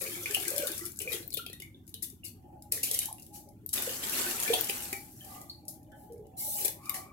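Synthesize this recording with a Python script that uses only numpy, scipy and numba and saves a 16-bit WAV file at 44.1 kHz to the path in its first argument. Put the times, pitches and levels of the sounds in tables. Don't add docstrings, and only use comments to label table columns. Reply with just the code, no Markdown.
import sys
import numpy as np
from scipy import signal
from scipy.fft import rfft, irfft
from scipy.io import wavfile
from scipy.ndimage import uniform_filter1d
from numba import njit

SR = 44100
rng = np.random.default_rng(int(sys.argv[2]) if len(sys.argv) > 2 else 0)


def bounce(signal):
    frames = np.transpose(np.atleast_2d(signal))
    limited = np.clip(frames, -1, 1)
    pcm = np.round(limited * 32767).astype(np.int16)
    wavfile.write(sys.argv[1], SR, pcm)


N = 314111
TIME = np.arange(N) / SR

# [f/Hz, relative level/dB per Hz]
STOVE_SPECTRUM = [(20, -27.5), (40, -11), (65, -2), (100, 2.5), (150, -3), (230, -4.5), (330, -2.5),
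                  (450, -49), (800, -31), (1300, -49), (3000, -55.5)]
HISS_SPECTRUM = [(1000, 15.5), (3000, -57), (5000, -10), (8000, -21), (12000, 10.5), (16000, 10)]
STOVE_DB, HISS_DB = -54.5, -76

# [f/Hz, left-right/dB]
PORT_TILT = [(100, -0.5), (300, 1), (800, -0.5), (2500, 1), (5000, -1.5), (9000, 0.5), (13000, 2.5)]
CUTOFF_HZ = 15800

# [t/s, level/dB]
HOLLOW_LEVEL = [(2.3, -84), (2.45, -62), (2.6, -54), (2.8, -73), (3.1, -56.5), (3.27, -73), (3.34, -59.5),
                (3.47, -57), (3.65, -82), (4.22, -55), (4.85, -55), (5.15, -67.5), (5.3, -56), (5.55, -65),
                (5.7, -54.5), (5.81, -66.5), (5.95, -53), (6.24, -62), (6.5, -50), (6.7, -56), (6.86, -64),
                (6.98, -46.5), (7.12, -63.5)]
# [f/Hz, width/Hz, level/dB]
CAVITY_MODES = [(582, 48, 1), (663, 48, 1), (752, 30.5, 8), (812, 42, 3.5), (844, 8.5, 10)]
CAVITY_TOP_HZ = 1050

# [t/s, level/dB, hold/s]
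RUBS = [(5.22, -71, .02), (5.285, -52, 0.047), (5.38, -67, 0.0055)]
RUB_SWELL_S, RUB_FADE_S = .04, .065
# [f/Hz, width/Hz, level/dB]
RUBBED_MODES = [(743, 62, 5.5), (1196, 18, 4), (1580, 53, -24), (1820, 30, -31), (2004, 27, -6.5),
                (2320, 33, -8), (2950, 30, -18), (3230, 90, -18), (3320, 110, -17)]
# [t/s, level/dB, swell/s, hold/s, fade/s]
BRUSHES = [(5.914, -58, .008, .02, .06)]
# [f/Hz, width/Hz, level/dB]
RIM_MODES = [(1070, 24, -15), (1330, 29, -4), (1500, 39, -2), (1740, 60, 6), (2180, 35, -16),
             (2820, 22, -13.5), (3060, 52, -9), (3117, 28, 4), (3550, 28, -4)]

# [t/s, level/dB]
KNOCKS = [(3.779, -49.5), (4.694, -44.5), (4.928, -41)]
# [f/Hz, level/dB, t60/s]
BOWL_MODES = [(380.5, 0, 0.34), (660, -8, 0.34), (806, 3, 0.26), (1082, -20, 0.13), (1310, -12, 0.18),
              (1880, -6, 0.11), (1965, 5, 0.07), (2170, -12, 0.046), (2304, 0, 0.19), (2430, -1, .09),
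              (2783, -16, .16), (2940, -11, .16)]

# [t/s, f/Hz, level/dB]
OPENING = [(6.62, 810, -90), (6.66, 846, -56), (6.74, 910, -72), (6.8, 1100, -63.5), (6.85, 1180, -58),
           (6.89, 1214, -47.5), (6.92, 1130, -48.5), (6.97, 1147, -54), (7.12, 1160, -61.5)]
OPENING_WIDTH_HZ, OVERTONE_RATIO, OVERTONE_DB = 150, 1.97, -5
# [f/Hz, width/Hz, level/dB]
POT_MODES = [(790, 70, -1), (1070, 15, 5.5), (1815, 70, -8.5), (2160, 26, 10), (2450, 200, 6),
             (2970, 68, 11), (3800, 44, 3), (3810, 49, 6), (4080, 41, 15)]
POT_RE_RICE_DB = -12.5

# [t/s, relative level/dB, nominal f/Hz, left-right/dB]
POPS = [(0.989, -24, 7600, 13), (1.2772, -22, 13900, 8), (1.3432, -16, 13800, 12), (2.7202, -19, 15100, 14),
        (2.913, -17, 9600, 6), (2.9898, -14.5, 8800, 3), (3.127, -20.5, 10600, 1), (3.6613, -18, 12800, 4),
        (3.8225, -15, 11400, 4), (4.538, -17, 9400, -2), (4.609, -16, 13900, 21), (6.657, -11.5, 11700, 12),
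        (6.895, -15, 12400, 15)]
# [t/s, f/Hz, relative level/dB]
BUBBLES = [(.012, 539, -39.5), (.074, 350, -44.5), (.06, 2360, -35), (.148, 2300, -38), (.163, 2110, -47),
           (.305, 1820, -42), (.456, 1940, -34), (.585, 2416, -32.5), (.676, 1550, -37), (.81, 1970, -42),
           (.508, 537, -36), (.535, 572, -38.5), (.572, 590, -33), (.615, 592, -34.5), (.645, 556, -44),
           (1.001, 444.4, -40.5), (1.003, 3000, -38), (1.008, 2454, -37.5), (1.066, 512, -37.5),
           (1.075, 2430, -26), (1.11, 462, -39.5), (1.127, 2160, -42), (1.158, 2080, -56),
           (1.228, 4120, -44), (1.322, 4340, -34.5), (1.346, 3600, -32), (1.372, 3080, -34),
           (1.376, 2830, -37), (1.41, 3280, -41), (1.39, 1403, -37.5), (1.464, 2720, -41.5),
           (1.466, 3640, -42), (1.485, 2560, -47), (1.499, 4260, -42), (1.529, 1920, -44),
           (1.535, 3700, -42), (1.601, 2940, -43.5), (1.621, 2220, -37), (1.745, 3580, -50.5),
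           (1.94, 3020, -42.5), (2.04, 3720, -40.5), (2.045, 3000, -55), (2.234, 2830, -39.5),
           (2.262, 4570, -39), (2.264, 2660, -53), (3.004, 3830, -31), (3.085, 1038, -48.5),
           (3.183, 2710, -52.5), (4.478, 2410, -23.5), (4.497, 444.6, -32), (4.53, 739, -32),
           (4.255, 350, -43), (4.345, 1335, -42), (4.4, 955, -43), (4.46, 1737, -31.5), (5.208, 3180, -40),
           (5.213, 1800, -55), (5.497, 4480, -32), (6.097, 466, -39), (6.135, 444, -42), (6.185, 426, -45)]
# [t/s, f/Hz, relative level/dB]
GULPS = [(.258, 2420, -13.5), (.347, 2800, -10.5), (.367, 718, -26.5), (.455, 2300, -22.5), (.63, 535, -21),
         (1.941, 3950, -24), (2.724, 2520, -29), (2.775, 1900, -31.5), (2.84, 2130, -37), (2.93, 2380, -35),
         (2.995, 1880, -36), (3.015, 2360, -33), (3.083, 860, -33.5), (3.11, 770, -33), (3.87, 510, -20.5),
         (4.18, 1970, -23), (4.498, 476, -16.5), (4.507, 470, -21), (4.536, 944, -24), (4.545, 646, -25.5),
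         (4.695, 2950, -17), (4.929, 2310, -18), (5.498, 4410, -36), (6.585, 2320, -36), (6.605, 1980, -48),
         (6.622, 2550, -31), (6.658, 2390, -21.5), (6.676, 2020, -34), (6.894, 2180, -24),
         (6.943, 2020, -24)]
BUBBLE_CYCLES, GULP_CYCLES = 17.4, 3.26

# [t/s, level/dB, swell/s, hold/s, body/dB]
RICE = [(2.715, -40, 0.0057, 0.046, 4.5), (2.834, -42, 0.0084, 0.13, 3.5), (3.014, -40, 0.0035, 0.0022, 6),
        (3.093, -80, 0.0083, 0.19, -24), (3.324, -50, 0.023, 0.0097, -7), (5.933, -93.5, 0.036, 0.066, -38),
        (6.365, -52.5, 0.019, 0.23, -24), (6.558, -45, 0.026, 0.058, 8.5), (6.797, -57.5, 0.062, 0.05, -6),
        (6.937, -39, 0.0064, 0.0027, 3)]
RICE_FADE_S = 0.031
# [t/s, level/dB, swell/s, body/dB]
SPLASHES = [(0.011, -40, 0.0023, 13), (0.34, -33, 0.0062, 7), (0.668, -38, 0.0015, -6),
            (.859, -38, 0.0033, -21), (0.999, -40, 0.0045, 10.5), (1.115, -41.5, 0.0086, 14),
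            (1.368, -34, 0.0043, 9), (2.021, -32.5, 0.0078, -8), (2.238, -41, 0.012, -6.5),
            (2.829, -24.5, 0.0054, -2.5), (3.728, -26.5, 0.0045, -19), (3.775, -42.5, 0.0023, 24.5),
            (4.53, -32, 0.0045, 17.5), (5.678, -42.5, 0.01, -30), (6.642, -34, 0.0064, -4)]
FADE_PER_SWELL = 1.74
# [t/s, level/dB, body/dB]
DROPS = [(.019, -34, -15), (0.039, -33, -16), (.054, -53, -6), (.129, -53, -16), (.235, -39, -12),
         (0.258, -44, 17), (0.309, -28, 1), (.346, -30.5, -3), (.451, -35, 2), (0.48, -24.5, -17),
         (0.503, -30, -24), (.562, -30, -14), (0.58, -26.5, 0), (0.67, -29.5, 3), (0.676, -36, -5),
         (0.717, -32, -6), (0.779, -33, -16), (0.792, -37, -9), (.853, -32.5, -15), (0.88, -44, -18),
         (.918, -41, -26), (.959, -45, -20), (0.971, -42, -25), (0.989, -33.5, -12), (1.016, -33, -15),
         (1.02, -37, -4), (1.028, -46, -15), (1.118, -39, -12.5), (1.129, -32.5, -4), (1.184, -49, 8),
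         (1.227, -50, 16), (1.304, -40.5, -6), (1.328, -39, -4), (1.339, -30, -1), (1.463, -39, 12),
         (1.498, -47.5, 12), (1.53, -39.5, 6), (1.6, -40, 7), (1.62, -38.5, 0), (1.867, -55, -21),
         (1.877, -45, -5), (1.892, -47, -12), (1.941, -37, -9.5), (2.1, -43, -26), (2.281, -47, -23),
         (2.622, -43.5, -10), (2.721, -20.5, -20), (2.87, -40, -11), (2.912, -24.5, 0), (2.934, -32, -9),
         (2.941, -28, -18), (2.946, -27, -1), (2.989, -20, -6), (3.029, -43, -2), (3.056, -29, -12),
         (3.126, -44, -13), (3.182, -51.5, 7.5), (3.197, -46, -30), (3.222, -44, -27), (3.228, -47, -20),
         (3.264, -46.5, -6), (3.409, -64, -16), (3.488, -52.5, -21), (3.661, -45.5, -17), (3.69, -33, -9.5),
         (3.737, -28, -26), (3.821, -32, -10), (3.892, -40, 21), (3.909, -42, -8), (4.034, -38, 20),
         (4.096, -31, -18), (4.4, -26, -10), (4.433, -27, -12), (4.539, -31, 1.5), (4.548, -45, 8),
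         (4.609, -31, -20), (4.643, -28.5, -12), (4.696, -30, 13), (4.706, -33, -20), (4.928, -28, -17),
         (4.965, -39, -20), (5.246, -42, -30), (5.414, -43, -19), (5.497, -51, -10), (5.567, -73, -20),
         (5.652, -53, -17), (5.681, -35, -24), (5.739, -48, -25), (5.83, -56.5, -22), (5.918, -58, -5),
         (6.122, -52, -15), (6.132, -55, -30), (6.179, -58.5, -19), (6.268, -57, -17), (6.648, -25.5, 0),
         (6.653, -28, 5), (6.680, -25, 3), (6.856, -42, -7), (6.894, -28, 3), (6.942, -39, -3)]
DROP_SWELL_S, DROP_FADE_S = 0.00044, 0.0032
STRAYS_PER_S, STRAY_DB, STRAY_BODY_DB = 150, -3.5, 6
# [f/Hz, relative level/dB per Hz]
SLAP_TOP = [(2500, -41.5), (4000, -6.5), (6000, -1), (8000, -0.5), (11500, 6), (14000, 1.5), (16000, -5)]
SLAP_BODY = [(100, -24.5), (400, 4), (800, -7), (1350, -21.5), (2100, -1), (3500, 1.5), (5000, -11.5),
             (8000, -26)]
SLAP_WIDTH_DB = 1.5
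# [t/s, left-right/dB]
BEARING = [(0, 7), (2.25, 5.5), (2.75, 0), (4.6, 3), (7, 0.5)]

# [f/Hz, relative level/dB per Hz]
GRAIN_HISS = [(1000, -54), (1700, -54), (2600, -23), (3500, -14), (5890, -10), (12400, 3.5), (15500, 0)]
RICE_FINENESS_DB_PER_DB = 0.98
RICE_HISS_DB = -4.5
RICE_PATTER_DB, RICE_SPRAY_DB, RICE_TINKLE_DB, RICE_GURGLE_DB = -5.5, -20, -24, -22

# [t/s, level/dB]
SWISH = [(0, -44), (.2, -47), (.5, -43), (.65, -44), (.85, -51.5), (.95, -76), (1.14, -42.5), (1.26, -75),
         (1.32, -118)]
DIG = [(3.73, -42.5), (3.79, -39.5), (3.87, -40.5), (3.97, -43.5), (4.2, -33.5), (4.34, -38.5), (4.54, -37),
       (4.65, -43.5), (4.83, -43.5), (5.1, -68.5), (5.35, -57.5), (5.62, -100)]
USUAL_VIGOUR_DB = -44
SLOSH_DB, SLOSH_FOLLOWS = -47, 0.26
DIGGING_DB, DIGGING_FOLLOWS = -51.5, 1
SWISH_TINKLE_DB, SWISH_TINKLE_FOLLOWS = -47.5, 1.0
DIG_TINKLE_DB, DIG_TINKLE_FOLLOWS = -52, 1.17
PATTER_DB, PATTER_FOLLOWS = -45.5, 0.87
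SPRAY_DB, SPRAY_FOLLOWS = -42, 0.61
GURGLE_DB = -56
SIMMER_TINKLE_DB, SIMMER_DB = -80.5, -84

# [f/Hz, relative level/dB per Hz]
GRIT_SPECTRUM = [(400, -10), (1200, -1.5), (2300, -1), (5000, -5.5), (9000, -2), (15000, -4.5)]
GRIT_PER_S, GRIT_DB, GRIT_SURGE_DB = 600, -48.5, 3.5


def from_db(db):
    return 10 ** (np.asarray(db) / 20)


def rms_one(x):
    return x / np.sqrt(np.mean(x ** 2) + 1e-20)


def level_curve(rows, column):
    rows = np.array(rows)
    return from_db(np.interp(TIME, rows[:, 0], rows[:, column], left=-120, right=-120))


def panned(x, left_db):
    return x * from_db(np.array([[.5], [-.5]]) * left_db)


def coloured(x, spectrum):
    size = 4096
    hz, db = np.transpose(spectrum)
    bins_hz = np.arange(size // 2 + 1) * SR / size
    shape_db = np.interp(np.log(bins_hz + 1), np.log(hz), db)
    cepstrum = irfft(np.log(from_db(shape_db)))[:size // 2]
    cepstrum[1:] *= 2
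    response = irfft(np.exp(rfft(cepstrum, size)))
    return signal.oaconvolve(np.atleast_2d(x), response[None], axes=1)[:, :N]


def drift(knots_per_s):
    knots = rng.standard_normal(N // 20)
    return np.interp(TIME * knots_per_s, np.arange(len(knots)), knots)


def ring(clicks, hz, t60_s):
    r = from_db(-60 / (t60_s * SR))
    w = 2 * np.pi * hz / SR
    return signal.lfilter([0, np.sin(w)], [1, -2 * r * np.cos(w), r * r], clicks + 1e-18)


def impacts(per_s, spread_db):
    sizes = from_db(spread_db * np.minimum(rng.exponential(1, N), 4))
    signed = sizes * rng.choice([-1, 1], N)
    return rms_one(signed * (rng.random(N) < per_s / SR))


def burst(s, level_db, swell_s, hold_s, fade_s):
    out = np.zeros(N)
    span = slice(int(s * SR), int(s * SR) + SR)
    t = TIME[span] - TIME[span][0]
    swell = np.minimum(t / swell_s, 1)
    fade = np.exp(-np.maximum(t - swell_s - hold_s, 0) / fade_s)
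    out[span] = from_db(level_db) * swell * fade
    return out


@njit
def add(out, start, step, life, size, lag, glide):
    for k in range(len(start)):
        phase = 0.
        for i in range(min(int(5 * life[k]), out.shape[1] - start[k] - lag[k])):
            age = i / life[k]
            phase += step[k] * (1 + glide * age)
            wave = np.sin(phase) * np.exp(-age) * (1 - np.exp(-phase / 3))
            out[0, start[k] + i] += size[k, 0] * wave
            out[1, start[k] + i + lag[k]] += size[k, 1] * wave


def grains(low_hz, high_hz, per_s, cycles, spread_db, tilt_db, clump_db, scatter_db, patchy_db, glide=0.011):
    most_lag = 12
    count = int(per_s * N / SR)
    when, pitch, rank, place = rng.random((4, count))
    left_db = rng.standard_normal(count) * scatter_db
    start = (when * N).astype(int)
    octaves = pitch * np.log2(min(high_hz, CUTOFF_HZ) / low_hz)
    hz = low_hz * 2 ** octaves
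    size_db = spread_db * np.minimum(-np.log(rank), 5) + tilt_db * octaves
    size_db += clump_db * drift(70)[start]
    size_db += patchy_db * np.cos(2 * np.pi * (octaves * 2 + drift(12)[start] / 2))
    sizes = panned(from_db(size_db), left_db).T.copy()
    x = np.zeros((2, N))
    add(x, start, 2 * np.pi * hz / SR, cycles * SR / hz, sizes, (place * most_lag).astype(int), glide)
    x = rms_one(x)
    local_power = uniform_filter1d(np.mean(x * x, axis=0), SR // 8)
    return x / np.sqrt(np.abs(local_power) + .02)


def mottled(x, echo_share, sway_s=.00035, sway_per_s=14):
    out = x
    for delay_s in (.00045, .0008, .0014):
        read = TIME - delay_s - sway_s * np.tanh(drift(sway_per_s))
        out = out + echo_share * np.array([np.interp(read, TIME, channel) for channel in out])
    return out / (1 + echo_share ** 2) ** (3 / 2)


def kitchen(x, walls_db, room_db, walls_t60=0.049, room_t60=0.24):
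    t = TIME[:SR // 2]
    response = np.zeros((2, len(t)))
    response[0, 0] = response[1, 5] = 1
    highpass = signal.butter(1, 750, "high", fs=SR, output="sos")
    for level_db, t60_s, first_s in ((walls_db, walls_t60, .0004), (room_db, room_t60, .005)):
        mid, side = rng.standard_normal(response.shape)
        side = signal.sosfilt(highpass, side)
        echoes = (mid + side * [[1], [-1]]) * from_db(-60 * t / t60_s) * (t > first_s)
        response += from_db(level_db) * rms_one(echoes) / np.sqrt(len(t))
    response /= np.sqrt(np.sum(response ** 2) / 2)
    return signal.oaconvolve(np.broadcast_to(x, (2, N)), response, axes=1)[:, :N]


def resonated(modes, waver_db=6.0):
    contacts = impacts(per_s=1100, spread_db=6.0)
    x = np.zeros(N)
    for k, (hz, width_hz, db) in enumerate(modes):
        t60_s = np.log(1000) / np.pi / width_hz
        gain = (-1) ** k * from_db(db + waver_db * drift(12)) * width_hz
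        x += gain * ring(contacts, hz, t60_s)
    return rms_one(kitchen(x, walls_db=16.5, room_db=15.0))


def gliding(hz, width_hz):
    turn = np.exp(2j * np.pi * np.cumsum(hz) / SR)
    r = np.exp(-np.pi * width_hz / SR)
    contacts = impacts(per_s=3900, spread_db=2.0)
    x = turn * signal.lfilter([1], [1, -2 * r, r * r], contacts / turn + 1e-18)
    return rms_one(kitchen(x.real, walls_db=-3, room_db=-4))


def vigour(curve):
    return level_curve(curve, 1) / from_db(USUAL_VIGOUR_DB)


def falling_rice():
    return sum(burst(s, db, swell, hold, RICE_FADE_S) for s, db, swell, hold, _ in RICE)


def background():
    mid, side = rng.standard_normal((2, N))
    rumble = coloured(mid + from_db(-13) * side * [[1], [-1]], STOVE_SPECTRUM)
    hiss = coloured(rng.standard_normal((2, N)), HISS_SPECTRUM)
    return from_db(STOVE_DB) * rms_one(rumble) + from_db(HISS_DB) * rms_one(hiss)


def hollow():
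    lowpass = signal.butter(4, CAVITY_TOP_HZ, fs=SR, output="sos")
    air = signal.sosfilt(lowpass, resonated(CAVITY_MODES, waver_db=4))
    rubbing = sum(burst(s, db, RUB_SWELL_S, hold, RUB_FADE_S) for s, db, hold in RUBS)
    brushing = sum(burst(*row) for row in BRUSHES)
    steel = rubbing * resonated(RUBBED_MODES, waver_db=1.5) + brushing * resonated(RIM_MODES, waver_db=7.5)
    return level_curve(HOLLOW_LEVEL, 1) * air + steel


def bowl(waver_db=3):
    s, level_db = np.transpose(KNOCKS)
    out = np.zeros(N)
    for hz, mode_db, t60_s in BOWL_MODES:
        clicks = np.zeros(N)
        clicks[(s * SR).astype(int)] = from_db(level_db + mode_db + rng.normal(0, 2.5, len(s)))
        out += ring(clicks, hz, t60_s) * from_db(waver_db * drift(90))
    return kitchen(out, walls_db=-1.5, room_db=-6)


def pot():
    s, hz, _ = np.transpose(OPENING)
    hz = np.interp(TIME, s, hz)
    overtone = gliding(OVERTONE_RATIO * hz, OPENING_WIDTH_HZ)
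    air = gliding(hz, OPENING_WIDTH_HZ) + from_db(OVERTONE_DB) * overtone
    struck = falling_rice() * resonated(POT_MODES, waver_db=10.5)
    return level_curve(OPENING, 2) * air + from_db(POT_RE_RICE_DB) * struck


def pops(cycles=3.7, delay_s=0.00083):
    out, t = np.zeros((2, N)), TIME[:SR // 100]
    for s, level_db, hz, left_db in POPS:
        age = t * hz / cycles
        at = int((s + delay_s) * SR)
        tone = np.sin(2 * np.pi * min(hz, 14500) * t * (.85 + .18 * np.tanh(age / 2)))
        snap = age * np.exp(1 - age) * tone
        out[:, at:at + len(t)] += panned(from_db(level_db - 3.0) * snap, left_db)
    return kitchen(out, walls_db=-5, room_db=-10, walls_t60=.012, room_t60=.3)


def bubbles(rows, cycles, room_db, rise=0.056, opening_cycles=2.4, wobble=0.024, tremble_db=3):
    out = np.zeros(N)
    shape = drift(220)
    strength = from_db(tremble_db * drift(260))
    for s, hz, level_db in rows:
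        span = slice(int(s * SR), min(int(s * SR) + SR // 3, N))
        fade_s = cycles / hz
        t = TIME[span] - TIME[span][0]
        bend = rise * (np.tanh(t / fade_s / 2) - .5) + wobble * shape[span]
        phase = 2 * np.pi * np.cumsum(hz * (1 + bend)) / SR
        opening = 1 - np.exp(-(t * hz / opening_cycles) ** 2)
        out[span] += from_db(level_db) * strength[span] * np.sin(phase) * opening * np.exp(-t / fade_s)
    return from_db(3) * kitchen(out, walls_db=-5, room_db=room_db, room_t60=0.27)


def stray_drops(spread_db=4):
    sizes = from_db(STRAY_DB + spread_db * np.clip(rng.standard_normal(N), -2, 2))
    hits = (rng.random(N) < STRAYS_PER_S / SR) * sizes
    hits = hits * (level_curve(SWISH, 1) + level_curve(DIG, 1))
    return signal.lfilter([1], [1, -np.exp(-1 / (DROP_FADE_S * SR))], hits + 1e-18)


def splats():
    hits = [(s, db, swell, hold, RICE_FADE_S, body_db) for s, db, swell, hold, body_db in RICE]
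    hits += [(s, db, swell, 0, FADE_PER_SWELL * swell, body_db) for s, db, swell, body_db in SPLASHES]
    hits += [(s, db, DROP_SWELL_S, 0, DROP_FADE_S, body_db) for s, db, body_db in DROPS]
    top = stray_drops()
    body = top * from_db(STRAY_BODY_DB)
    for *shape, body_db in hits:
        envelope = burst(*shape)
        top = top + envelope
        body = body + envelope * from_db(body_db)
    paths = np.array([impacts(per_s=16000, spread_db=2.0) for _ in range(3)])
    crackle = rms_one(paths[0] + from_db(SLAP_WIDTH_DB) * paths[1:])
    crackle = panned(crackle, np.interp(TIME, *np.transpose(BEARING)))
    treble = from_db(3.0) * coloured(top * crackle, SLAP_TOP)
    thud = mottled(coloured(body * crackle, SLAP_BODY), echo_share=0.63)
    return kitchen(treble + thud, walls_db=1.0, room_db=-1.0, walls_t60=0.0032)


def sliding_rice():
    sliding = sum(burst(s, db - RICE_FINENESS_DB_PER_DB * body_db, swell, hold, RICE_FADE_S)
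                  for s, db, swell, hold, body_db in RICE)
    hiss = coloured(impacts(per_s=6000, spread_db=1.5), GRAIN_HISS)
    hiss = rms_one(mottled(hiss, echo_share=0.71))
    hiss = panned(from_db(RICE_HISS_DB) * sliding * hiss, 0.97)
    return kitchen(hiss, walls_db=2.5, room_db=7.5, walls_t60=0.0045)


def gurgle_and_grit():
    pockets = grains(750, 2400, per_s=700, cycles=5, spread_db=2.5, tilt_db=1,
                     clump_db=3, scatter_db=4, patchy_db=2)
    gurgle = pockets * (from_db(GURGLE_DB) * vigour(SWISH) + from_db(RICE_GURGLE_DB) * falling_rice())
    contacts = np.array([impacts(per_s=GRIT_PER_S, spread_db=4.0) for _ in range(2)])
    surges = from_db(GRIT_DB + GRIT_SURGE_DB * drift(35))
    grit = rms_one(coloured(contacts, GRIT_SPECTRUM)) * surges * vigour(DIG)
    wet = kitchen(gurgle, walls_db=-1, room_db=3)
    return wet + kitchen(grit, walls_db=-3.5, room_db=-6.5, walls_t60=0.0035)


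def running_water():
    swish, dig = vigour(SWISH), vigour(DIG)
    hand = swish + dig
    rice = falling_rice()
    slosh = grains(310.6, 881, per_s=210, cycles=5.9, spread_db=2.0, tilt_db=-18.0,
                   clump_db=9.0, scatter_db=2.5, patchy_db=12.0)
    digging = grains(190, 1900, per_s=1800, cycles=2.8, spread_db=2, tilt_db=4.0,
                     clump_db=2, scatter_db=3, patchy_db=1.5)
    tinkle = grains(1200, 3900, per_s=230, cycles=11, spread_db=3.3, tilt_db=3, glide=.008,
                    clump_db=2, scatter_db=4, patchy_db=3)
    churn = grains(1400, 4000, per_s=550, cycles=9, spread_db=3, tilt_db=3, glide=.008,
                   clump_db=2, scatter_db=4, patchy_db=2)
    patter = grains(4000, 8800, per_s=1000, cycles=5, spread_db=3.5, tilt_db=5.5,
                    clump_db=2, scatter_db=6, patchy_db=2)
    spray = grains(9070, 13600, per_s=2600, cycles=1.13, spread_db=2.2, tilt_db=13.0,
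                   clump_db=2, scatter_db=6, patchy_db=2)
    slosh = slosh * from_db(SLOSH_DB) * swish ** SLOSH_FOLLOWS
    digging = digging * from_db(DIGGING_DB) * dig ** DIGGING_FOLLOWS
    tinkle = tinkle * (from_db(SWISH_TINKLE_DB) * swish ** SWISH_TINKLE_FOLLOWS + from_db(SIMMER_TINKLE_DB))
    churn = churn * (from_db(DIG_TINKLE_DB) * dig ** DIG_TINKLE_FOLLOWS + from_db(RICE_TINKLE_DB) * rice)
    patter = patter * (from_db(PATTER_DB) * hand ** PATTER_FOLLOWS
                       + from_db(RICE_PATTER_DB) * rice + from_db(SIMMER_DB))
    spray = spray * (from_db(SPRAY_DB) * hand ** SPRAY_FOLLOWS
                     + from_db(RICE_SPRAY_DB) * rice + from_db(SIMMER_DB))
    highpass = signal.butter(2, 3800, "high", fs=SR, output="sos")
    fine = signal.sosfilt(highpass, patter + spray)
    small = panned(mottled(tinkle + churn, echo_share=0.16) + fine, 0.62)
    drops = kitchen(small, walls_db=-1.5, room_db=1.5)
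    return drops + kitchen(slosh + digging, walls_db=-7.5, room_db=1.5)


def scene():
    vessels = background() + hollow() + bowl() + pot()
    air = bubbles(BUBBLES, BUBBLE_CYCLES, room_db=-0.5) + bubbles(GULPS, GULP_CYCLES, room_db=-1.0)
    rice = splats() + sliding_rice() + gurgle_and_grit()
    return vessels + pops() + air + rice + running_water()


def record(dry):
    ports = []
    for x, sign in zip(dry, (1, -1)):
        tilt = [(hz, sign * db / 2) for hz, db in PORT_TILT]
        ports.append(coloured(x, tilt))
    lowpass = signal.ellip(10, .2, 80, CUTOFF_HZ, fs=SR, output="sos")
    return signal.sosfilt(lowpass, np.vstack(ports))


dry = scene()
out = record(dry)
bounce(out)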